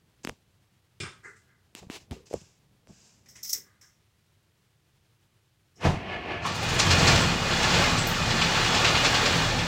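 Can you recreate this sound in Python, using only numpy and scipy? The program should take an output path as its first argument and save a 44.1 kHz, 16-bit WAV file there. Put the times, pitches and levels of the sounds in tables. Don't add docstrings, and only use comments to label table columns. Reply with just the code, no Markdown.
import sys
import numpy as np
from scipy import signal
from scipy.fft import rfft, irfft, next_fast_len
from scipy.io import wavfile
from scipy.ndimage import uniform_filter1d

SR = 44100
rng = np.random.default_rng(int(sys.argv[2]) if len(sys.argv) > 2 else 0)


def generate_wav(signal):
    frames = np.transpose(np.atleast_2d(signal))
    scaled = np.clip(frames, -1, 1) * 32767
    pcm = np.round(scaled).astype(np.int16)
    wavfile.write(sys.argv[1], SR, pcm)


N = 426437

# time in seconds, clatter level in dB, exhaust level in dB.
ENGINE_LEVELS = [(6.41, -51, -48), (6.47, -31, -37), (6.54, -34, -37.5), (6.63, -30, -34), (6.82, -26, -28),
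                 (6.98, -23, -24), (7.1, -20, -22), (7.22, -24, -24), (7.38, -29, -30.5),
                 (7.56, -25.5, -32.5), (7.71, -24, -27.5), (7.83, -22, -28), (8.01, -27.5, -29),
                 (8.17, -27.5, -30), (8.58, -24.5, -31.5), (9.15, -23.5, -31.5), (9.42, -24.5, -31),
                 (9.54, -27.5, -30), (9.67, -29, -31.5)]
# time in seconds, firings a second.
FIRING_RATE = [(6.6, 37), (6.82, 47), (6.98, 44.3), (7.13, 36), (7.4, 34.5), (7.6, 33.5), (7.9, 38),
               (8.1, 34), (8.27, 32.5), (8.5, 34.5), (8.8, 38), (9.0, 40), (9.2, 41.5), (9.36, 41.2),
               (9.67, 35)]
# start in seconds, middle and treble level in dB.
KNOCKS = [(6.54, -49, -51), (6.62, -40, -48), (6.68, -34, -44), (6.788, -17.5, -19), (6.9, -18.5, -22.5),
          (6.98, -35, -27), (7.065, -19.5, -21), (7.153, -25, -27), (7.5, -27, -40), (7.623, -22.5, -29.5),
          (7.694, -27, -30.5), (7.735, -22.5, -31), (7.97, -28.5, -34), (8.295, -26.5, -34),
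          (8.41, -20, -30.5), (8.545, -25.5, -41), (8.64, -25.5, -33), (8.74, -23, -28),
          (8.842, -17.5, -26.5), (8.945, -21.5, -38), (9.04, -18.5, -26.5), (9.14, -22, -28.5),
          (9.25, -23.5, -27.5), (9.58, -26.5, -36)]
# start in seconds, low band level in dB.
INTAKE_PUFFS = [(6.45, -41.5), (6.54, -42.5), (6.62, -42), (6.68, -37.5), (6.73, -39), (6.78, -30.5),
                (6.85, -40), (6.895, -34)]

# start in seconds, low, middle and treble level in dB, rise and t60 in
# seconds.
STARTER_CLUNKS = [(5.8, -50, -33, -37.5, 0.052, 0.42), (5.835, -17.5, -21.5, -30.5, 0.023, 0.52)]
PINION_SQUEAK = [(6.44, -50, -25, -55, .014, .22)]
LATCH_CLACKS = [(1.001, -36, -43, -34.5, 0.00085, 0.47), (1.015, -57, -54, -57, 0.0035, 0.17),
                (1.03, -52, -41.5, -53, 0.004, 0.25), (1.05, -67, -41.5, -61, 0.0025, 0.53)]
TRIM_CREAKS = [(1.228, -51.5, -41, -51.5, 0.032, 0.48), (1.358, -89, -62, -59.5, 0.0089, 0.36),
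               (1.46, -83, -64, -83, 0.04, 1), (2.15, -45.5, -70, -85, 0.017, 0.32),
               (3.54, -57.5, -63.5, -52.5, 0.015, 0.62), (3.63, -85, -63, -80, 0.04, 1),
               (3.815, -80, -61.5, -80, 0.02, 0.44), (5.755, -59, -74, -75, 0.028, 0.1)]
KEY_CHIMES = [(7.185, -70, -36, -60, .015, 0.44), (7.975, -70, -34, -60, 0.01, 0.31)]
# start in seconds, low, middle and treble level in dB, t60 in seconds.
KEY_JINGLES = [(3.257, -58, -55.5, -80, .35), (3.284, -62.5, -49.5, -59, .44),
               (3.353, -50, -45.5, -67.5, .4), (3.428, -65, -34.5, -38, .14),
               (3.444, -54.5, -35.5, -40, .32), (3.474, -68.5, -38.5, -45, .24),
               (3.491, -56, -29.5, -34.5, .23), (3.528, -49, -20, -24.5, .045),
               (3.538, -46.5, -29, -35.5, .22), (3.56, -52, -45.5, -53.5, .34), (3.81, -60, -52, -65, .51),
               (5.755, -80, -60, -84, .7), (8.068, -60, -40, -33, .3)]

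# start in seconds, thump, snap and fizz level in dB, thump in Hz.
CASE_TICKS = [(0.2423, -42, -54, -55, 425), (0.2492, -21.5, -21.5, -27, 244), (0.2732, -21, -19, -33, 232),
              (0.286, -36, -46, -50, 487), (0.291, -29, -48, -36, 487), (0.295, -36, -20, -31, 465),
              (1.7509, -34, -35, -28, 250), (1.83, -38, -46, -58, 167), (1.868, -26, -55, -66, 124),
              (1.8997, -21.5, -26, -42, 250), (2.1108, -26, -35, -38, 223), (2.1184, -26, -34, -55, 178),
              (2.311, -29, -52, -48, 458), (2.3296, -28, -39, -40.5, 571), (2.338, -33.5, -33, -32, 554),
              (2.3407, -14, -43.5, -43, 468), (2.415, -40, -61, -46, 199), (2.8721, -50, -45.5, -55, 533)]
# start and length in seconds, level in dB, place of the peak from 0 to 1,
# share of cloth from 0 to 1.
CASE_RUBS = [(0.233, 0.017, -50.5, 0.9, 0.7), (0.253, .014, -54, .2, 0.5), (0.264, 0.036, -52, 0.9, 0.3),
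             (0.298, 0.095, -60, .05, 0.3), (1.756, 0.068, -48, 0.54, 0.25), (1.811, 0.098, -60, 0.15, 0.3),
             (1.901, 0.098, -43, 0.67, 0.07), (1.979, .1, -59, 0.36, 0.3), (2.11, 0.13, -51, 0.12, 0.18),
             (2.255, 0.09, -56.5, 0.2, 0.7), (2.3, 0.055, -52.5, 0.8, .6), (2.344, .25, -53, 0, .7),
             (2.872, 0.45, -60, 0.45, 0.77)]
# time in seconds, level in dB.
GRIP_LEVELS = [(0.0, -70), (0.5, -73), (0.9, -84), (1.2, -67), (1.65, -75.5), (2.0, -62), (2.5, -71),
               (2.8, -68), (3.6, -68), (4.1, -83)]
JOLT_PEAKS = [(0.299, -39.5), (1.07, -46), (1.83, -43), (1.89, -49), (2.121, -33), (2.349, -35),
              (2.42, -52), (2.9, -44.5)]

# frequency in Hz, relative level in dB.
BLOCK_TONE = [(150, -29), (250, -2), (296, -6), (335, -4.5), (429, -3), (886, 0), (957, -4), (1150, -1.5),
              (2240, -5.5), (2490, -4.5), (4410, -7), (7570, -15.5), (10000, -37.5), (13000, -39.5),
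              (22000, -120)]
PIPE_TONE = [(26, -30), (45, -21.5), (60, 1.5), (107, 2.5), (162, 4.5), (208, -2.5), (249, -7),
             (296, -15.5), (500, -10), (650, -35.5), (1100, -120)]
HISS_TONE = [(4120, -16), (7000, -1), (7820, -13), (9260, -8.5), (12600, -17), (15100, -10.5), (16000, -20)]
HOUSING_TONE = [(24, -40), (40, -24), (167, 3), (249, -9), (570, -12.5), (697, -8.5), (831, -12.5),
                (5870, -26), (16000, -57)]
GEAR_TONE = [(210, -28), (350, -5), (530, -10), (719, -4), (830, -8.5), (1360, -13), (1730, -11.5),
             (2540, -9.5), (3150, -14.5), (3700, -23), (4380, -24), (16000, -71)]
FRAME_TONE = [(18, -38), (30, -13), (86, 2.5), (135, -6), (172, 1), (268, -4), (400, -9.5), (520, -26),
              (880, -120)]
KEY_TONE = [(590, -62.5), (1000, -32), (1630, -29), (2030, -12.5), (2740, -27), (3010, -28), (4520, -23),
            (5380, 3.5), (8850, -17), (12800, -25.5), (14100, -9), (16000, -12.5)]
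LATCH_TONE = [(59, -29), (100, 7.5), (189, -5), (308, -40), (365, -3), (801, -26.5), (1280, -11),
              (2170, -13.5), (3400, -16.5), (3700, -19), (3940, -20.5), (9020, -24.5), (16000, -68)]
TRIM_TONE = [(120, -62.5), (200, -36), (393, -2.5), (658, -24), (1120, -29), (1180, -12), (1600, 6.5),
             (2630, -21.5), (7930, -16), (14000, -50)]
SKIN_TONE = [(180, -31), (300, 3), (470, 2), (537, -5), (930, 0), (1340, -7), (2610, -1), (3520, -3),
             (4090, -1.5), (8220, -13), (15000, -23), (16000, -22.5)]
CLOTH_TONE = [(710, -43.5), (1200, -8.5), (1630, 13), (2270, -51.5), (3050, -27.5), (4860, 16), (7490, 16),
              (9000, -0.5), (10800, -30.5), (16000, -29)]
GRIP_TONE = [(12, -31), (25, -12), (70, 3), (202, 3), (300, -6.5), (584, -10.5), (912, -17.5), (1200, -22),
             (1560, -47.5), (2640, -120)]
GARAGE_TONE = [(12, -55), (20, -17), (65, -9), (96, 1), (120, -1), (285, -21), (310, -14.5), (624, -23),
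               (1030, -23), (2750, -24.5), (3070, -24), (14300, -36), (16000, -37.5)]

# centre in Hz, width in Hz, lift in dB.
BLOCK_PEAKS = [(345, 14, 6), (473, 19, 3), (698, 43, 0), (893, 14, 3), (1128, 13, 5), (1410, 25, 3.5),
               (1760, 125, 3.5), (2108, 19, 4.5), (2461, 30, 9), (2861, 24, 9), (3400, 17, 8),
               (3510, 19, 3.5), (4278, 16, 6.5), (4380, 13, 4), (4510, 24, 2.5)]
ROOM_BOOMS = [(89.1, 8.7, 6.5), (115.6, 12, 5.5), (155.2, 15, -1.5), (167, 26, 4), (261, 6.1, 2)]
GEAR_PEAKS = [(703, 69, 5), (1126, 28, 8.5), (1737, 33, 12), (2170, 80, 4), (2490, 57, 4), (2920, 60, 6)]
CASE_PEAK = [(2680, 340, 3.5)]

# frequency in Hz, relative level in dB, t60 in seconds.
CYLINDER_HEAD_MODES = [(1148, -7, 0.088), (1666, 17, 0.014), (2466, 0, 0.15), (2870, 8, 0.11),
                       (3490, 6.5, 0.099), (4270, 4.5, 0.08), (5264, 6, 0.037)]
HOUSING_MODES = [(86.4, 6, 0.069), (140, 1, 0.16), (187, 5.5, 0.075), (358, -7.5, 0.11), (493, -16, .08),
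                 (727, -9, 0.1), (915, -10, .05), (2090, -4.5, 0.039)]
PINION_MODES = [(1147, -3, .09), (1195, 0, .05)]
KEY_BUNCH_MODES = [(2050, -14, 0.02), (5150, 2, 0.02), (5620, -5.5, 0.0099), (6600, -4, 0.019),
                   (7830, -9, .04), (8200, -6.5, .03), (10410, -8, 0.023), (11200, -12.5, 0.021),
                   (13300, -14, .02), (14200, -1, .02), (14500, 2, .02), (14600, -2.5, 0.023)]
SINGLE_KEY_MODES = [(7680, 1, 0.082), (8420, -13, 0.069), (9100, -14, .04)]
LATCH_MODES = [(400, -2, .04), (1300, -3, .03), (1640, 0, .03), (2428, 1, .05), (2789, -8, .04),
               (3612, -3, .06), (5373, -8, .03), (5950, -14, .03), (7710, -15, .03), (8936, -13, .03)]
TRIM_MODES = [(424, -2, 0.035), (470, -1, 0.035), (1230, -1.5, 0.0585), (1450, -5, .06), (1710, -9.5, .05),
              (2040, 4.5, 0.028)]


def engine_clatter():
    return noise_bed(ENGINE_LEVELS, BLOCK_TONE, 0.4, 0.0077, BLOCK_PEAKS, patchy_db=1.28)


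def engine_knocks():
    rise_s, t60_s = 0.011, 0.24
    rows = [(s, middle - 9, middle, treble, rise_s, t60_s) for s, middle, treble in KNOCKS]
    return blows(rows, CYLINDER_HEAD_MODES, BLOCK_TONE, (2100, 4400), ring=0.26, lumpy_db=1.5)


def exhaust():
    tone_db, hum_db, waver_db, hum_per_firing = -40, -43, 3, 6.7
    cylinder_db = np.array([0, -2, -1, -3, 0, -2, -1.5, -1])
    t = np.arange(N) / SR
    firings = np.cumsum(np.interp(t, *np.transpose(FIRING_RATE))) / SR
    fired = np.flatnonzero(np.diff(np.floor(firings)))
    scatter_db = 1.2 * rng.standard_normal(N)[:len(fired)]
    pulses = np.zeros(N)
    pulses[fired] = amp(np.resize(cylinder_db, len(fired)) + scatter_db)
    pipe = coloured(0.8 * unit_rms(pulses) + rng.standard_normal(N), PIPE_TONE, ROOM_BOOMS)
    times, _, pipe_db = np.transpose(ENGINE_LEVELS)
    pipe *= amp(np.interp(t, times, pipe_db, left=-99))
    waver = waver_db * wander(N, 0.1)
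    tone = amp(tone_db + waver) * np.sin(2 * np.pi * firings)
    hum = amp(hum_db + waver[::-1]) * np.sin(2 * np.pi * hum_per_firing * firings)
    fade_in = np.clip((t - FIRING_RATE[0][0]) / 0.2, 0, 1)
    return pipe + np.sqrt(2) * fade_in * (tone + hum)


def engine_air():
    fan_up_s, rise_db_per_s = 6.55, 150
    times, clatter_db, _ = np.transpose(ENGINE_LEVELS)
    fan_db = -46.5 + 1.2 * (clatter_db + 24) + rise_db_per_s * np.minimum(times - fan_up_s, 0)
    fan = noise_bed(np.c_[times, fan_db], HISS_TONE, 0.6, 0.0087, patchy_db=2)
    upper_db, rise_s, t60_s = -54, 0.016, 0.15
    puffs = [(s, low_db, upper_db, upper_db, rise_s, t60_s) for s, low_db in INTAKE_PUFFS]
    return fan + blows(puffs, [], HISS_TONE, (8900, 10800), ring=0, lumpy_db=-1.5)


def starter_pinion():
    clunks = blows(STARTER_CLUNKS, HOUSING_MODES, HOUSING_TONE, (426, 1000), ring=0.93, lumpy_db=1)
    return clunks + blows(PINION_SQUEAK, PINION_MODES, GEAR_TONE, (700, 1500), ring=8, lumpy_db=2)


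def cranking():
    engage_s, catch_s, spin_up_db_per_s, growth_db_per_s = 5.85, 6.47, 533, 8
    surge_hz, surges_from_s, first_surge_s = 5.1, 6.04, 6.128
    t = np.arange(engage_s - 0.1, catch_s, 0.002)
    since = np.maximum(t - engage_s, 0)
    spin_up_db = spin_up_db_per_s * np.minimum(t - engage_s, 0)
    bite_db = 12.5 * np.exp(-(since / 0.036) ** 2)
    surge_db = 3.2 * np.cos(2 * np.pi * surge_hz * (np.maximum(t, surges_from_s) - first_surge_s))
    gear_db = -39 + spin_up_db + bite_db + surge_db + growth_db_per_s * since
    shudder_db = -42 + spin_up_db + 13.5 * np.exp(-since / 0.11)
    gears = noise_bed(np.c_[t, gear_db], GEAR_TONE, 0.69, 0.0032, GEAR_PEAKS, patchy_db=1.5)
    return gears + noise_bed(np.c_[t, shudder_db], FRAME_TONE, 0.9, 0.021)


def keys():
    rise_s = 0.0044
    rows = [(s, *levels_db, rise_s, t60) for s, *levels_db, t60 in KEY_JINGLES]
    bunch = blows(rows, KEY_BUNCH_MODES, KEY_TONE, (3450, 8800), ring=0.33, lumpy_db=0.5)
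    return bunch + blows(KEY_CHIMES, SINGLE_KEY_MODES, KEY_TONE, (6500, 9900), ring=4, lumpy_db=2)


def latch():
    return blows(LATCH_CLACKS, LATCH_MODES, LATCH_TONE, (650, 2350), ring=0.62, lumpy_db=0.5)


def trim_creaks():
    return blows(TRIM_CREAKS, TRIM_MODES, TRIM_TONE, (700, 3000), ring=1.2, lumpy_db=1)


def finger_ticks():
    out, t = np.zeros(N), np.arange(2048) / SR
    fizz_band = signal.butter(2, [2800, 9000], "band", fs=SR, output="sos")
    fizz_decay = amp(-60 * t / 0.0036) + 0.044 * amp(-60 * t / 0.032)
    from_snap = t - 0.0004
    snap = 1.3 * (2 * (from_snap / 0.00019) ** 2 - 1) * np.exp(-(from_snap / 0.00014) ** 2)
    for start, thump_db, snap_db, fizz_db, hz in CASE_TICKS:
        fizz = 2 * signal.sosfilt(fizz_band, rng.standard_normal(len(t))) * fizz_decay
        thump = 2 * np.sin(2 * np.pi * hz * t) * np.exp(-520 * t) * np.minimum(1.4 * hz * t, 1)
        add(out, start, amp(thump_db) * thump + amp(snap_db) * snap + amp(fizz_db) * fizz)
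    return out


def finger_rubs():
    out = np.zeros(N)
    for start, length, db, peak, cloth_share in CASE_RUBS:
        progress = np.linspace(0, 1, round(length * SR))
        peak = np.clip(peak, 0.02, 0.95)
        rise_db = -6 * np.maximum(1 - progress / peak, 0) ** 2
        fall_db = -22 * (np.maximum(progress - peak, 0) / (1 - peak)) ** 1.04
        friction = grainy(N // 20, 0.68, 0.0025)[:len(progress)]
        skin = np.sqrt(1 - cloth_share) * coloured(friction, SKIN_TONE, CASE_PEAK)
        cloth = np.sqrt(cloth_share) * coloured(friction[::-1], CLOTH_TONE)
        taper = signal.windows.tukey(len(progress), 0.06)
        add(out, start, amp(db + rise_db + fall_db) * taper * (skin + cloth))
    return out


def handling_rumble():
    rise_db_per_s, fall_db_per_s = 1100, 600
    t = np.arange(0, GRIP_LEVELS[-1][0], 0.002)
    level_db = np.interp(t, *np.transpose(GRIP_LEVELS))
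    for s, db in JOLT_PEAKS:
        jolt_db = db - np.maximum(rise_db_per_s * (s - t), fall_db_per_s * (t - s))
        level_db = np.maximum(level_db, jolt_db)
    return noise_bed(np.c_[t, level_db], GRIP_TONE, 1.9, 0.0098)


def garage_air():
    return amp(-67) * coloured(grainy(N, 0.81, 0.038), GARAGE_TONE)


def blows(rows, modes, tone, splits_hz, ring, lumpy_db):
    out, t = np.zeros(N), np.arange(SR // 3) / SR
    for start, *peaks_db, rise, t60 in rows:
        decay = amp(-60 * np.maximum(t - rise, 0) / t60)
        envelope = np.minimum(t / rise, 1) * decay * (1 - t / t[-1])
        rattle = grainy(len(t), lumpy_db, 0.0051)
        sound = unit_rms(envelope * coloured(rattle, tone))
        if modes:
            gains = amp(3 * rng.standard_normal(len(modes)))
            body = sum(gain * amp(db - 60 * t / ring_s) * np.sin(2 * np.pi * hz * t)
                       for gain, (hz, db, ring_s) in zip(gains, modes))
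            sound += ring * unit_rms(signal.fftconvolve(envelope ** 1.25 * rattle, body)[:len(t)])
        add(out, start, three_bands(sound, splits_hz, peaks_db))
    return out


def three_bands(x, splits_hz, peaks_db):
    out = np.zeros(len(x))
    for hz, kind, db in zip((splits_hz[0], splits_hz, splits_hz[1]), ("low", "band", "high"), peaks_db):
        band = signal.sosfilt(signal.butter(3, hz, kind, fs=SR, output="sos"), x)
        out += amp(db) * band / np.sqrt(uniform_filter1d(band ** 2, 200).max())
    return out


def noise_bed(rows, tone, lumpy_db, lump_s, peaks=(), patchy_db=0):
    out = np.zeros(N)
    times, levels_db = np.transpose(rows)[:2]
    t = np.arange(times[0], times[-1], 1 / SR)
    fade_in = np.minimum(np.arange(len(t)) / 600, 1)
    level = amp(np.interp(t, times, levels_db)) * fade_in
    noise = coloured(grainy(len(t) + SR // 4, lumpy_db, lump_s), tone, peaks)
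    add(out, times[0], level * patchy(noise, patchy_db)[:len(t)])
    return out


def patchy(x, depth_db):
    spectra = signal.stft(x, nperseg=1024)[2]
    drift = uniform_filter1d(rng.standard_normal(spectra.shape[::-1]), size=6, axis=0)
    patches = unit_rms(uniform_filter1d(drift, size=3, axis=1)).T
    return unit_rms(signal.istft(spectra * amp(depth_db * patches), nperseg=1024)[1][:len(x)])


def coloured(x, tone, peaks=()):
    size = next_fast_len(len(x))
    hz = np.fft.rfftfreq(size, 1 / SR)
    tone_hz, tone_db = np.transpose(tone)
    gain = amp(np.interp(np.log(hz + 1), np.log(tone_hz + 1), tone_db))
    for centre, width, lift_db in peaks:
        gain *= 1 + (amp(lift_db) - 1) / (1 + (2 * (hz - centre) / width) ** 2)
    return unit_rms(irfft(rfft(x, size) * gain, size)[:len(x)])


def grainy(size, lumpy_db, lump_s):
    return amp(lumpy_db * wander(size, lump_s)) * rng.standard_normal(size)


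def wander(size, smooth_s):
    return unit_rms(uniform_filter1d(rng.standard_normal(size), int(smooth_s * SR)))


def amp(db):
    return 10 ** (np.asarray(db) / 20)


def unit_rms(x):
    return x / np.sqrt(np.mean(x ** 2) + 1e-20)


def add(mix, start_s, sound):
    part = mix[round(start_s * SR):][:len(sound)]
    part += sound[:len(part)]


def scene():
    air = garage_air()
    hands = finger_ticks() + finger_rubs() + handling_rumble()
    cab = latch() + trim_creaks() + keys()
    starter = starter_pinion() + cranking()
    engine = engine_clatter() + engine_air() + engine_knocks() + exhaust()
    return (air + hands + cab + starter + engine)[None]


def record(dry):
    thinned = signal.sosfilt(signal.butter(2, 24, "high", fs=SR, output="sos"), dry)
    band_limit = signal.firwin(511, 16000, window=("kaiser", 9), fs=SR)
    return signal.oaconvolve(thinned, band_limit[None], "same")


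dry = scene()
out = record(dry)
generate_wav(out)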